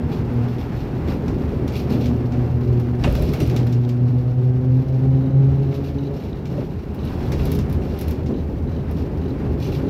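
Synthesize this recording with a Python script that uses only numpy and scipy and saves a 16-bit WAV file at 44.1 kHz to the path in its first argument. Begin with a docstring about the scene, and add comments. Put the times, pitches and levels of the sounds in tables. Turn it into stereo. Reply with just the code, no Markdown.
"""A traction drive hums over the rumble, roar and cabin boom of rolling tyres: inside a moving trolleybus,
a stereo microphone close by the door. Panels tremble, and chatter on rough patches; loose metal fittings
click and the body thuds in the dips. On the biggest bump the door bangs against its frame and a bracket
squeals briefly. The hum climbs in pitch and a dry joint starts to chirp; about six seconds in, the power
cuts out and the bus coasts on, still rattling."""
import sys
import numpy as np
from scipy import signal
from scipy.fft import rfft, irfft, next_fast_len
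from scipy.io import wavfile
from scipy.ndimage import uniform_filter1d

SR = 44100
rng = np.random.default_rng(int(sys.argv[2]) if len(sys.argv) > 2 else 0)


def file_out(sig):
    """Save sig as 16-bit WAV at sys.argv[1]."""
    # one column per channel
    cols = np.atleast_2d(sig).T
    # limit, then scale
    lim = np.clip(cols, -1, 1)
    pcm = np.round(lim * 32767).astype(np.int16)
    wavfile.write(sys.argv[1], SR, pcm)


N = 436149
TIME = np.arange(N) / SR
LEFT_LEAD_S = .00053  # knocks reach the left of the microphone this much sooner

# Levels in the tables are relative: each source adds its own gain.
# drive speed, rising under power and falling as the bus coasts: (time [s], hum pitch [Hz])
DRIVE_PITCH = [(0, 119.9), (3.8, 121.1), (4.5, 125.6), (5.2, 133), (5.7, 137.6), (6.3, 141.5), (7.9, 138.8),
               (9.88, 128)]
# fundamental of the hum: (time [s], level [dB])
HUM_LEVEL = [(0, -34), (.37, -18), (.87, -34), (1.6, -33), (2.15, -23), (2.77, -17), (3.28, -26.5),
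             (3.68, -16.5), (5.5, -15), (6.16, -31)]
# load on the drive, heard in its overtones: (time [s], level [dB])
DRIVE_LOAD = [(0, -34.5), (.4, -30.5), (.7, -42), (1.7, -40), (2, -29.5), (2.9, -30.5), (3.7, -33),
              (5.2, -31), (6.15, -34)]
# overtones of the hum: (multiple of the pitch, level [dB])
HUM_OVERTONES = [(2, 1), (3, -6.5), (4, -9), (5, -17), (6, -17.5)]
# air modes of the cabin: (frequency [Hz], width [Hz], lift [dB])
CABIN_MODES = [(161.5, 11, 6), (209, 31.5, 5.5), (259.3, 25, 4), (372, 30, 4), (413, 18, 5.5), (562, 26, 3)]
# likeness of the cabin sound on the two channels: (frequency [Hz], correlation)
STEREO_LIKENESS = [(60, 1), (140, 0.95), (260, 0.94), (500, 0.74), (900, 0.2), (1400, 0.22)]
# earlier arrival of the cabin sound on the left: (frequency [Hz], lead [s])
STEREO_LEAD = [(150, 0.00018), (850, 0.00019), (1100, 0.000392)]
# balance of the cabin sound: (frequency [Hz], left minus right [dB])
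STEREO_BALANCE = [(170, -1.5), (500, -4), (1000, -2), (3000, -3), (8000, 10)]
# grain of the road surface: (time [s], body roar [dB], tyre rush [dB])
ROAD_GRAIN = [(0, -30, -37.5), (.85, -30, -36.5), (1.4, -25.5, -36), (2.9, -30.5, -39), (4.5, -34.5, -43.5),
              (5.2, -29, -41), (6.85, -33, -43), (7.25, -27.5, -36.5), (8.6, -29, -42), (9.88, -25.5, -37)]
# shaking of the body: (time [s], rumble [dB], cabin boom [dB])
BODY_SHAKE = [(0, -34, -23), (.55, -35, -29), (1.42, -32, -23), (2.9, -36, -23.5), (3.12, -19.5, -20),
              (3.48, -32, -20), (3.66, -39, -32.5), (5.5, -37.5, -24), (6.66, -37.5, -30.5),
              (7.4, -26.5, -19), (8, -34, -21), (9.88, -34, -23)]
# spectra of body rumble, body roar and rattling panels: (frequency [Hz], level [dB])
RUMBLE_SPECTRUM = [(12, -25), (40, -7), (50, 3), (62, 0), (90, -27.5), (200, -61.5)]
ROAR_SPECTRUM = [(50, -32.5), (95, 5.5), (135, 10), (185, -1), (300, 0.5), (500, -7), (660, -14),
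                 (850, -16.5), (3000, -87.5)]
PANEL_SPECTRUM = [(1500, -9.5), (2500, 3.5), (4200, 5.5), (5400, 3), (7000, -7.5), (9400, -17), (11300, -7),
                  (13500, -3.5), (16000, -16)]
# tyre rush, with the microphone's dip near 9 kHz and lift near 13 kHz: (frequency [Hz], level [dB])
RUSH_AT_MICROPHONE = [(300, -8), (780, 6), (1500, -1.5), (2400, -9.5), (5000, -23.5), (9300, -39.5),
                      (12800, -37.5), (16000, -45)]
# resonances of the door panels: (frequency [Hz], width [Hz], lift [dB])
DOOR_PANEL_MODES = [(2320, 320, 6.5), (2775, 77, 6.5), (6050, 28, 0.5)]
# rough patches of road: (time [s], length [s], panel chatter [dB], road noise lift [dB])
ROUGH_PATCHES = [(0.085, 0.052, -59.5, 3), (0.46, 0.06, -62.5, -0.5), (0.577, 0.02, -54.5, 0.5),
                 (0.74, 0.084, -63, -0.5), (1.06, 0.047, -56, 3.5), (1.486, 0.056, -70, 1.5),
                 (1.716, 0.069, -50.5, -1.5), (1.885, 0.036, -52, 4.5), (1.992, 0.062, -56.5, 0),
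                 (2.984, 0.48, -56.5, 5), (3.501, 0.2, -64.5, 5.5), (5.71, 0.026, -57.5, 1),
                 (5.827, 0.035, -57.5, 0), (6.106, 0.13, -63.5, 0.5), (6.492, .15, -65, 5.5),
                 (6.987, 0.29, -62.5, 1.5), (7.323, 0.25, -59, 3), (7.796, 0.26, -62.5, 1),
                 (8.957, 0.035, -61, 0), (9.587, 0.079, -54, 0), (9.703, 0.07, -57.5, -1)]
# loose fittings knock: (time [s], clack [dB], tick [dB])
FITTING_KNOCKS = [(0.338, -58, -50), (1.28, -36, -48), (1.678, -33, -41), (2.057, -32.5, -50),
                  (2.321, -39, -59), (2.798, -43, -43.5), (3.125, -35, -37), (3.152, -32, -35),
                  (3.222, -36, -32.5), (3.335, -30.5, -33), (3.402, -28.5, -34), (3.474, -37, -40),
                  (3.498, -33, -39), (3.563, -26.5, -34), (3.668, -38, -42), (3.7247, -34.5, -42),
                  (3.891, -35.5, -45), (6.455, -38.5, -50), (6.946, -47, -43), (7.051, -55, -41),
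                  (7.319, -28.5, -37), (7.454, -34, -31.5), (7.5174, -31, -27), (7.55, -37, -32),
                  (7.5886, -32, -40), (7.697, -41, -42), (7.7263, -40, -35), (7.989, -37, -33),
                  (8.0117, -34, -30), (8.081, -35.5, -34), (8.109, -36.5, -34), (8.261, -37.5, -66),
                  (8.912, -48, -42)]
# spectra of their dull clack and bright tick: (frequency [Hz], level [dB])
CLACK_SPECTRUM = [(300, -30), (1100, -2), (2500, 0.5), (5300, 1.5), (7000, -6.5), (9500, -19), (16000, -23)]
TICK_SPECTRUM = [(9300, -15), (10800, 4), (11600, -3), (12800, 6), (14200, -1), (16000, -6)]
# the wheels drop into dips: (time [s], shudder [dB], shudder pitch [Hz], floor knock [dB])
JOLTS = [(1.94, -19, 245, -40), (2.095, -20, 241, -45), (3.072, -27.5, 559, -23), (3.18, -28, 580, -28),
         (3.41, -21.5, 296, -28), (6.58, -34, 460, -24), (8.29, -16.5, 280, -40), (9.833, -18.5, 253, -32)]
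# modes of the floor panel: (frequency [Hz], level [dB], t60 [s])
FLOOR_MODES = [(526, 3, 0.061), (586, 6, 0.094)]
# the latch snaps in its catch: (time [s], level [dB])
LATCH_SNAPS = [(3.039, -20), (3.631, -39), (3.85, -36.5), (6.331, -42)]
# the door leaf hits its frame and rebounds: (time [s], level [dB])
DOOR_BLOWS = [(3.043, -19), (3.047, -29), (3.077, -30), (3.151, -30), (3.337, -29.5), (3.404, -31),
              (5.727, -39.5), (6.58, -47), (7.396, -34), (7.82, -43), (9.724, -38)]
# spectrum of those blows: (frequency [Hz], level [dB])
BANG_SPECTRUM = [(300, -8), (700, 2.5), (2000, -6.5), (2800, -9), (5500, -20), (16000, -39)]
# modes of the door leaf: (frequency [Hz], level [dB], t60 [s])
DOOR_MODES = [(740, -10, 0.17), (1233, -11, 0.19), (1520, -14, .08), (2230, -11, 0.053), (2510, -16, 0.3),
              (2740, 6.5, 0.02), (2990, -19, 0.2)]
# a bracket scrapes: (time [s], length [s], level [dB], starting pitch [Hz], step per overtone [dB])
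BRACKET_SCRAPES = [(3.396, 0.043, -48, 2880, -4), (9.622, 0.049, -52, 2970, -11)]
# spells in which a dry joint chirps: (time [s], length [s], level [dB])
JOINT_SPELLS = [(5.125, .6, -51), (5.984, .09, -42), (6.198, .2, -49), (6.988, .09, -42), (8.339, .07, -42),
                (8.673, .14, -45), (9.213, .1, -44), (9.884, .01, -38)]
# resonances of that joint: (frequency [Hz], width [Hz], level [dB])
JOINT_MODES = [(3000, 270, -5.5), (3900, 440, 0.5), (6140, 300, -14.5)]


def from_db(db):
    """Decibels to gain."""
    return 10 ** (np.asarray(db) / 20)


def rms_one(x):
    """Scale to unit rms."""
    return x / np.sqrt(np.mean(x ** 2) + 1e-20)


def evened(x, size):
    """Hold the level of a stereo sound at 1 over the given number of samples."""
    return x / np.sqrt(uniform_filter1d(np.mean(x ** 2, axis=0), size=size) + 1e-12)


def in_time(rows):
    """Each column of a curve, at every sample."""
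    s, *columns = np.transpose(rows)
    return [np.interp(TIME, s, c) for c in columns]


def at_hz(points, hz):
    """Read a spectrum on a log-frequency axis."""
    f, value = np.transpose(points)
    return np.interp(np.log(hz + 1e-3), np.log(f), value)


def drift(rate_hz):
    """Smooth random wander with spread 1."""
    r = np.exp(-80 * np.pi * rate_hz / SR)
    slow = signal.lfilter([1], [1, -2 * r, r * r], rng.standard_normal(N // 40 + 2002))[2000:]
    return np.interp(np.arange(N) / 40, np.arange(len(slow)), rms_one(slow))


def pan(left_db):
    """Channel gains for a left-minus-right level."""
    return from_db(np.array([[left_db], [-left_db]]) / 2)


def colour(x, spectrum):
    """Causal (minimum-phase) filter with the given spectrum; white noise keeps its power."""
    size = 2 * next_fast_len(N // 2 + SR // 4)
    gain = rms_one(from_db(at_hz(spectrum, np.fft.rfftfreq(size, 1 / SR))))
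    cepstrum = irfft(np.log(gain))
    cepstrum[1:size // 2] *= 2
    cepstrum[size // 2 + 1:] = 0
    return irfft(rfft(x, size) * np.exp(rfft(cepstrum)))[..., :N]


def resonance(x, hz, width_hz):
    """Two-pole band-pass with gain 1 on top."""
    r = np.exp(-np.pi * width_hz / SR)
    poles = [1, -2 * r * np.cos(2 * np.pi * hz / SR), r * r]
    return signal.lfilter(np.array([1, 0, -1]) * (1 - r * r) / 2, poles, x)


def steep_band(x, hz, width_hz):
    """The same resonance twice over."""
    return resonance(resonance(x, hz, width_hz), hz, width_hz)


def through(x, modes):
    """Each mode lifts its own narrow band."""
    for hz, width_hz, db in modes:
        x = x + (from_db(db) - 1) * resonance(x, hz, width_hz)
    return x


def cabin_noise():
    """Noise at the microphone: alike on both sides in the bass, barely related in the treble."""
    size = next_fast_len(N)
    hz = np.fft.rfftfreq(size, 1 / SR)
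    alike = np.clip(at_hz(STEREO_LIKENESS, hz), -.999, .999)
    mid, side = rfft(rng.standard_normal((2, size)))
    both = np.sqrt(1 + alike) * mid + np.sqrt(1 - alike) * side * [[1], [-1]]
    both[1] *= np.exp(-2j * np.pi * hz * at_hz(STEREO_LEAD, hz))
    balance = from_db(at_hz(STEREO_BALANCE, hz) * [[.5], [-.5]])
    return rms_one(irfft(both * balance, size)[:, :N])


def excited(envelope, hz, width_hz):
    """A steep resonance shaken by noise that follows the envelope."""
    noise = cabin_noise()
    steady, shaken = steep_band(np.array([noise, envelope * noise]), hz, width_hz)
    return shaken / np.std(steady)


def spell(s, length_s, attack_s, release_s):
    """Attack, hold and release, of height up to 1."""
    since = np.maximum(TIME - s, 0)
    release = np.exp(-np.clip((since - length_s) / release_s, 0, 40))
    return (1 - np.exp(-since / attack_s)) * release


def clicks_at(times, level_db):
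    """One impulse for each blow."""
    out = np.zeros(N)
    out[np.clip(np.round(times * SR).astype(int), 0, N - 1)] = from_db(level_db)
    return out


def dying(clicks, t60):
    """Envelope of blows whose energies add and die away."""
    return np.sqrt(signal.lfilter([1], [1, -from_db(-120 / (t60 * SR))], clicks ** 2 + 1e-18))


def left_first(x):
    """A sound reaches the left of the microphone, then the right."""
    return np.array([x, np.interp(TIME - LEFT_LEAD_S, TIME, x)])


def contact(clicks, crack_t60, tail_t60, tail_db):
    """A short direct crack and a diffuse tail from the cabin walls."""
    crack = dying(clicks, crack_t60) * rng.standard_normal(N)
    tail = from_db(tail_db) * dying(clicks, tail_t60) * rng.standard_normal((2, N))
    return left_first(crack) + tail


def ringing(clicks, modes):
    """Every blow sets each mode ringing; neighbouring modes swing in opposite senses."""
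    out = np.zeros(N)
    for k, (hz, level_db, t60) in enumerate(modes):
        r, w = from_db(-60 / (t60 * SR)), 2 * np.pi * hz / SR
        ring = signal.lfilter([0, np.sin(w)], [1, -2 * r * np.cos(w), r * r], clicks + 1e-18)
        out += (-1) ** k * from_db(level_db) * ring
    return left_first(out)


def loose_parts(touches, crack_t60, tail_t60, tail_db, count=8):
    """Touches are dealt to a few parts, each with a crack, clear metallic modes and a tail in the cabin."""
    low_hz, high_hz, ring_db, ring_t60 = 2200, 14500, -16, .09
    t = TIME[:SR // 4]
    dealt = rng.integers(0, count, N)
    out = 0
    for part in range(count):
        crack = rng.standard_normal(len(t)) * from_db(-60 * t / crack_t60)
        modes_hz = low_hz * (high_hz / low_hz) ** rng.random((count, 1))
        ring = np.sin(2 * np.pi * modes_hz * t).sum(axis=0) * from_db(ring_db - 60 * t / ring_t60)
        direct = crack + ring
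        tail = rng.standard_normal((2, len(t))) * from_db(tail_db - 60 * t / tail_t60)
        response = np.array([direct, np.interp(t - LEFT_LEAD_S, t, direct, left=0)]) + tail
        out = out + signal.fftconvolve([touches * (dealt == part)], response, axes=1)[:, :N]
    return out


def wheel_press(hum_cycles_per_turn=61, first_press_s=.07):
    """An uneven wheel presses once a turn: a swing between -1 and 1."""
    pitch, = in_time(DRIVE_PITCH)
    cycles = np.cumsum(pitch) / SR
    return np.cos(2 * np.pi * (cycles - np.interp(first_press_s, TIME, cycles)) / hum_cycles_per_turn)


def drive_hum(power_off_s=6.17, release_s=.012, throb_s=.338, crest_s=.029, waver=.22):
    """The hum follows drive speed until power is cut, wavering slightly at random in level and phase."""
    (pitch,), (level_db,), (load_db,) = in_time(DRIVE_PITCH), in_time(HUM_LEVEL), in_time(DRIVE_LOAD)
    angle = 2 * np.pi * np.cumsum(pitch) / SR - np.array([[0], [.14]])  # the right side lags
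    dip_db = -4 * np.abs((1 - wheel_press()) / 2) ** 20  # one brief dip to each turn of the wheel
    throb_db = 1.44 * np.cos(2 * np.pi * (TIME - crest_s) / throb_s)
    tone = np.sin(angle) + waver * (drift(17) * np.sin(angle) + drift(17) * np.cos(angle))
    hum = np.sqrt(2) * from_db(level_db + dip_db + throb_db - 1) * tone
    whine = 0
    for multiple, db in HUM_OVERTONES:
        k = round(multiple)
        wobble = 1 + k * .29 * (drift(k * 2) + 1j * drift(k * 2))  # level and phase, high overtones most
        whine = whine + from_db(db) * rms_one(np.real(wobble * np.exp(1j * k * angle)))
    whine = from_db(load_db - 2.5) * through(whine, CABIN_MODES)
    powered = np.exp(-np.maximum(TIME - power_off_s, 0) / release_s)
    return powered * (hum * pan(-1.2) + whine * pan(-5))


def tyres(lift_db, wheel_swell_db=2, rush_share=.62):
    """Tyres heard through the body: rumble, a booming cabin mode, roar, and a microphone-coloured rush."""
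    (roar_db, rush_db), (rumble_db, boom_db) = in_time(ROAD_GRAIN), in_time(BODY_SHAKE)
    rumble = from_db(rumble_db - 1) * rms_one(colour(cabin_noise(), RUMBLE_SPECTRUM))
    # the rolling wheels keep the boom fed, with a swell on every turn
    boom = evened(steep_band(cabin_noise(), hz=77, width_hz=13), size=SR // 4)
    boom *= from_db(boom_db - 4.5 + wheel_swell_db * wheel_press())
    roar_gain = from_db(roar_db + lift_db + 4 + 1.07 * drift(18))
    roar = roar_gain * rms_one(colour(through(cabin_noise(), CABIN_MODES), ROAR_SPECTRUM))
    rush_gain = from_db(rush_db + rush_share * lift_db + .5 + 1.13 * drift(16))
    rush = rush_gain * colour(cabin_noise(), RUSH_AT_MICROPHONE)
    return rumble + boom + roar + rush


def panel_tremble(per_s=300, rush_share=.41):
    """Panels and seals tremble all the time in tiny contacts, a little more as the tyre rush grows."""
    _, rush_db = in_time(ROAD_GRAIN)
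    touches = (rng.random(N) < per_s / SR) * rng.standard_normal(N)
    grains = rms_one(loose_parts(touches, crack_t60=.021, tail_t60=.18, tail_db=-.5))
    gain = from_db(-61 + rush_share * (rush_db - rush_db.mean()))
    return gain * colour(through(grains, DOOR_PANEL_MODES), PANEL_SPECTRUM) * pan(-14.5)


def bumps():
    """The body takes up a bump quickly and settles slowly: panel shaking (gain), road noise lift (dB)."""
    shaking = lift_db = 0
    for s, length_s, chatter_db, rise_db in ROUGH_PATCHES:
        shape = spell(s, length_s, attack_s=.0094, release_s=.033)
        shaking = shaking + from_db(chatter_db) * shape
        lift_db = lift_db + rise_db * shape
    return shaking, lift_db


def panel_chatter(shaking, per_s=190):
    """Over rough patches the door panels clatter in quick, uneven contacts, each with a brief ring."""
    s = np.cumsum(rng.uniform(.2, 1.8, N // 100)) / per_s
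    sizes_db = 5 * np.minimum(rng.exponential(1, len(s)), 2)
    touches = clicks_at(s[s < TIME[-1]], sizes_db[s < TIME[-1]])
    grains = loose_parts(touches * shaking, crack_t60=.018, tail_t60=.17, tail_db=-3.5)
    return from_db(4) * colour(through(grains, DOOR_PANEL_MODES), PANEL_SPECTRUM) * pan(-5.5)


def loose_fittings():
    """Loose metal parts knock on the panels: a dull clack and a bright tick."""
    s, clack_db, tick_db = np.transpose(FITTING_KNOCKS)
    clack = contact(clicks_at(s, clack_db), crack_t60=.03, tail_t60=.19, tail_db=-2)
    tick = contact(clicks_at(s, tick_db), crack_t60=.018, tail_t60=.13, tail_db=-12)
    clack = from_db(-5) * colour(clack, CLACK_SPECTRUM) * pan(-3.4)
    tick = from_db(1) * colour(tick, TICK_SPECTRUM) * pan(-1)
    return through(clack + tick, DOOR_PANEL_MODES)


def body_thuds():
    """Each jolt knocks on the floor and, cushioned by the springs, sets a band of body modes shuddering."""
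    shudder = 0
    noise = cabin_noise()
    for s, db, hz, _ in JOLTS:
        band = evened(steep_band(noise, hz, width_hz=110), size=SR // 40)
        envelope = uniform_filter1d(dying(clicks_at(s, db), t60=.39), size=SR // 100)
        shudder = shudder + band * envelope
    s, _, _, knock_db = np.transpose(JOLTS)
    return shudder + ringing(clicks_at(s, knock_db), FLOOR_MODES) * pan(-5.5)


def door():
    """Close by, the latch snaps; the leaf slams or nudges its frame over bumps and rings briefly."""
    snaps = clicks_at(*np.transpose(LATCH_SNAPS))
    latch = excited(dying(snaps, t60=.012), hz=3500, width_hz=2000)
    blows = clicks_at(*np.transpose(DOOR_BLOWS))
    bang = colour(contact(blows, crack_t60=.024, tail_t60=.22, tail_db=-6.5), BANG_SPECTRUM)
    leaf = from_db(-1) * (bang + ringing(blows, DOOR_MODES))
    return (latch + leaf) * pan(-8.5)


def bracket_squeal(rise_hz_per_s=1500, jitter=.0158, fundamental_db=-2):
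    """A metal bracket scrapes on its seat: a brief, unsteady note that rises in pitch."""
    out = 0
    for s, length_s, db, hz, step_db in BRACKET_SCRAPES:
        pitch = (hz + rise_hz_per_s * np.clip(TIME - s, 0, length_s)) * (1 + jitter * drift(264))
        angle = 2 * np.pi * np.cumsum(pitch) / SR
        overtones = sum(from_db(step_db * (k - 2)) * np.sin(k * angle) for k in (2, 3, 4))
        note = from_db(fundamental_db) * np.sin(angle) + overtones
        out = out + from_db(db) * spell(s, length_s, attack_s=.003, release_s=.012) * note
    return out * pan(-2.5)


def joint_chirps(hum_cycles_per_turn=3, weak_db=-4, tail_db=-13):
    """In each spell a dry joint slips once per turn of the motor shaft, strongly and weakly by turns."""
    slips = 0
    for start, length_s, db in JOINT_SPELLS:
        turn_s = hum_cycles_per_turn / np.interp(start, *np.transpose(DRIVE_PITCH))
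        s = np.arange(start, start + length_s, turn_s)
        slip_db = db - 2 + weak_db * (np.arange(len(s)) % 2) + rng.standard_normal(len(s))
        slips = slips + clicks_at(s, slip_db)
    envelope = dying(slips, t60=.03) + from_db(tail_db) * dying(slips, t60=.2)
    envelope = uniform_filter1d(envelope, size=SR // 400)
    return sum(from_db(db) * excited(envelope, hz, width_hz) for hz, width_hz, db in JOINT_MODES)


def scene():
    """Everything that reaches the microphone by the door."""
    shaking, lift_db = bumps()
    ride = drive_hum() + tyres(lift_db) + body_thuds()
    panels = panel_tremble() + panel_chatter(shaking)
    friction = joint_chirps() + bracket_squeal()
    return ride + panels + friction + loose_fittings() + door()


def record(dry, cutoff_hz=15750):
    """The top is cut steeply."""
    return signal.sosfilt(signal.ellip(10, .1, 90, cutoff_hz, fs=SR, output="sos"), dry)


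dry = scene()
out = record(dry)
file_out(out)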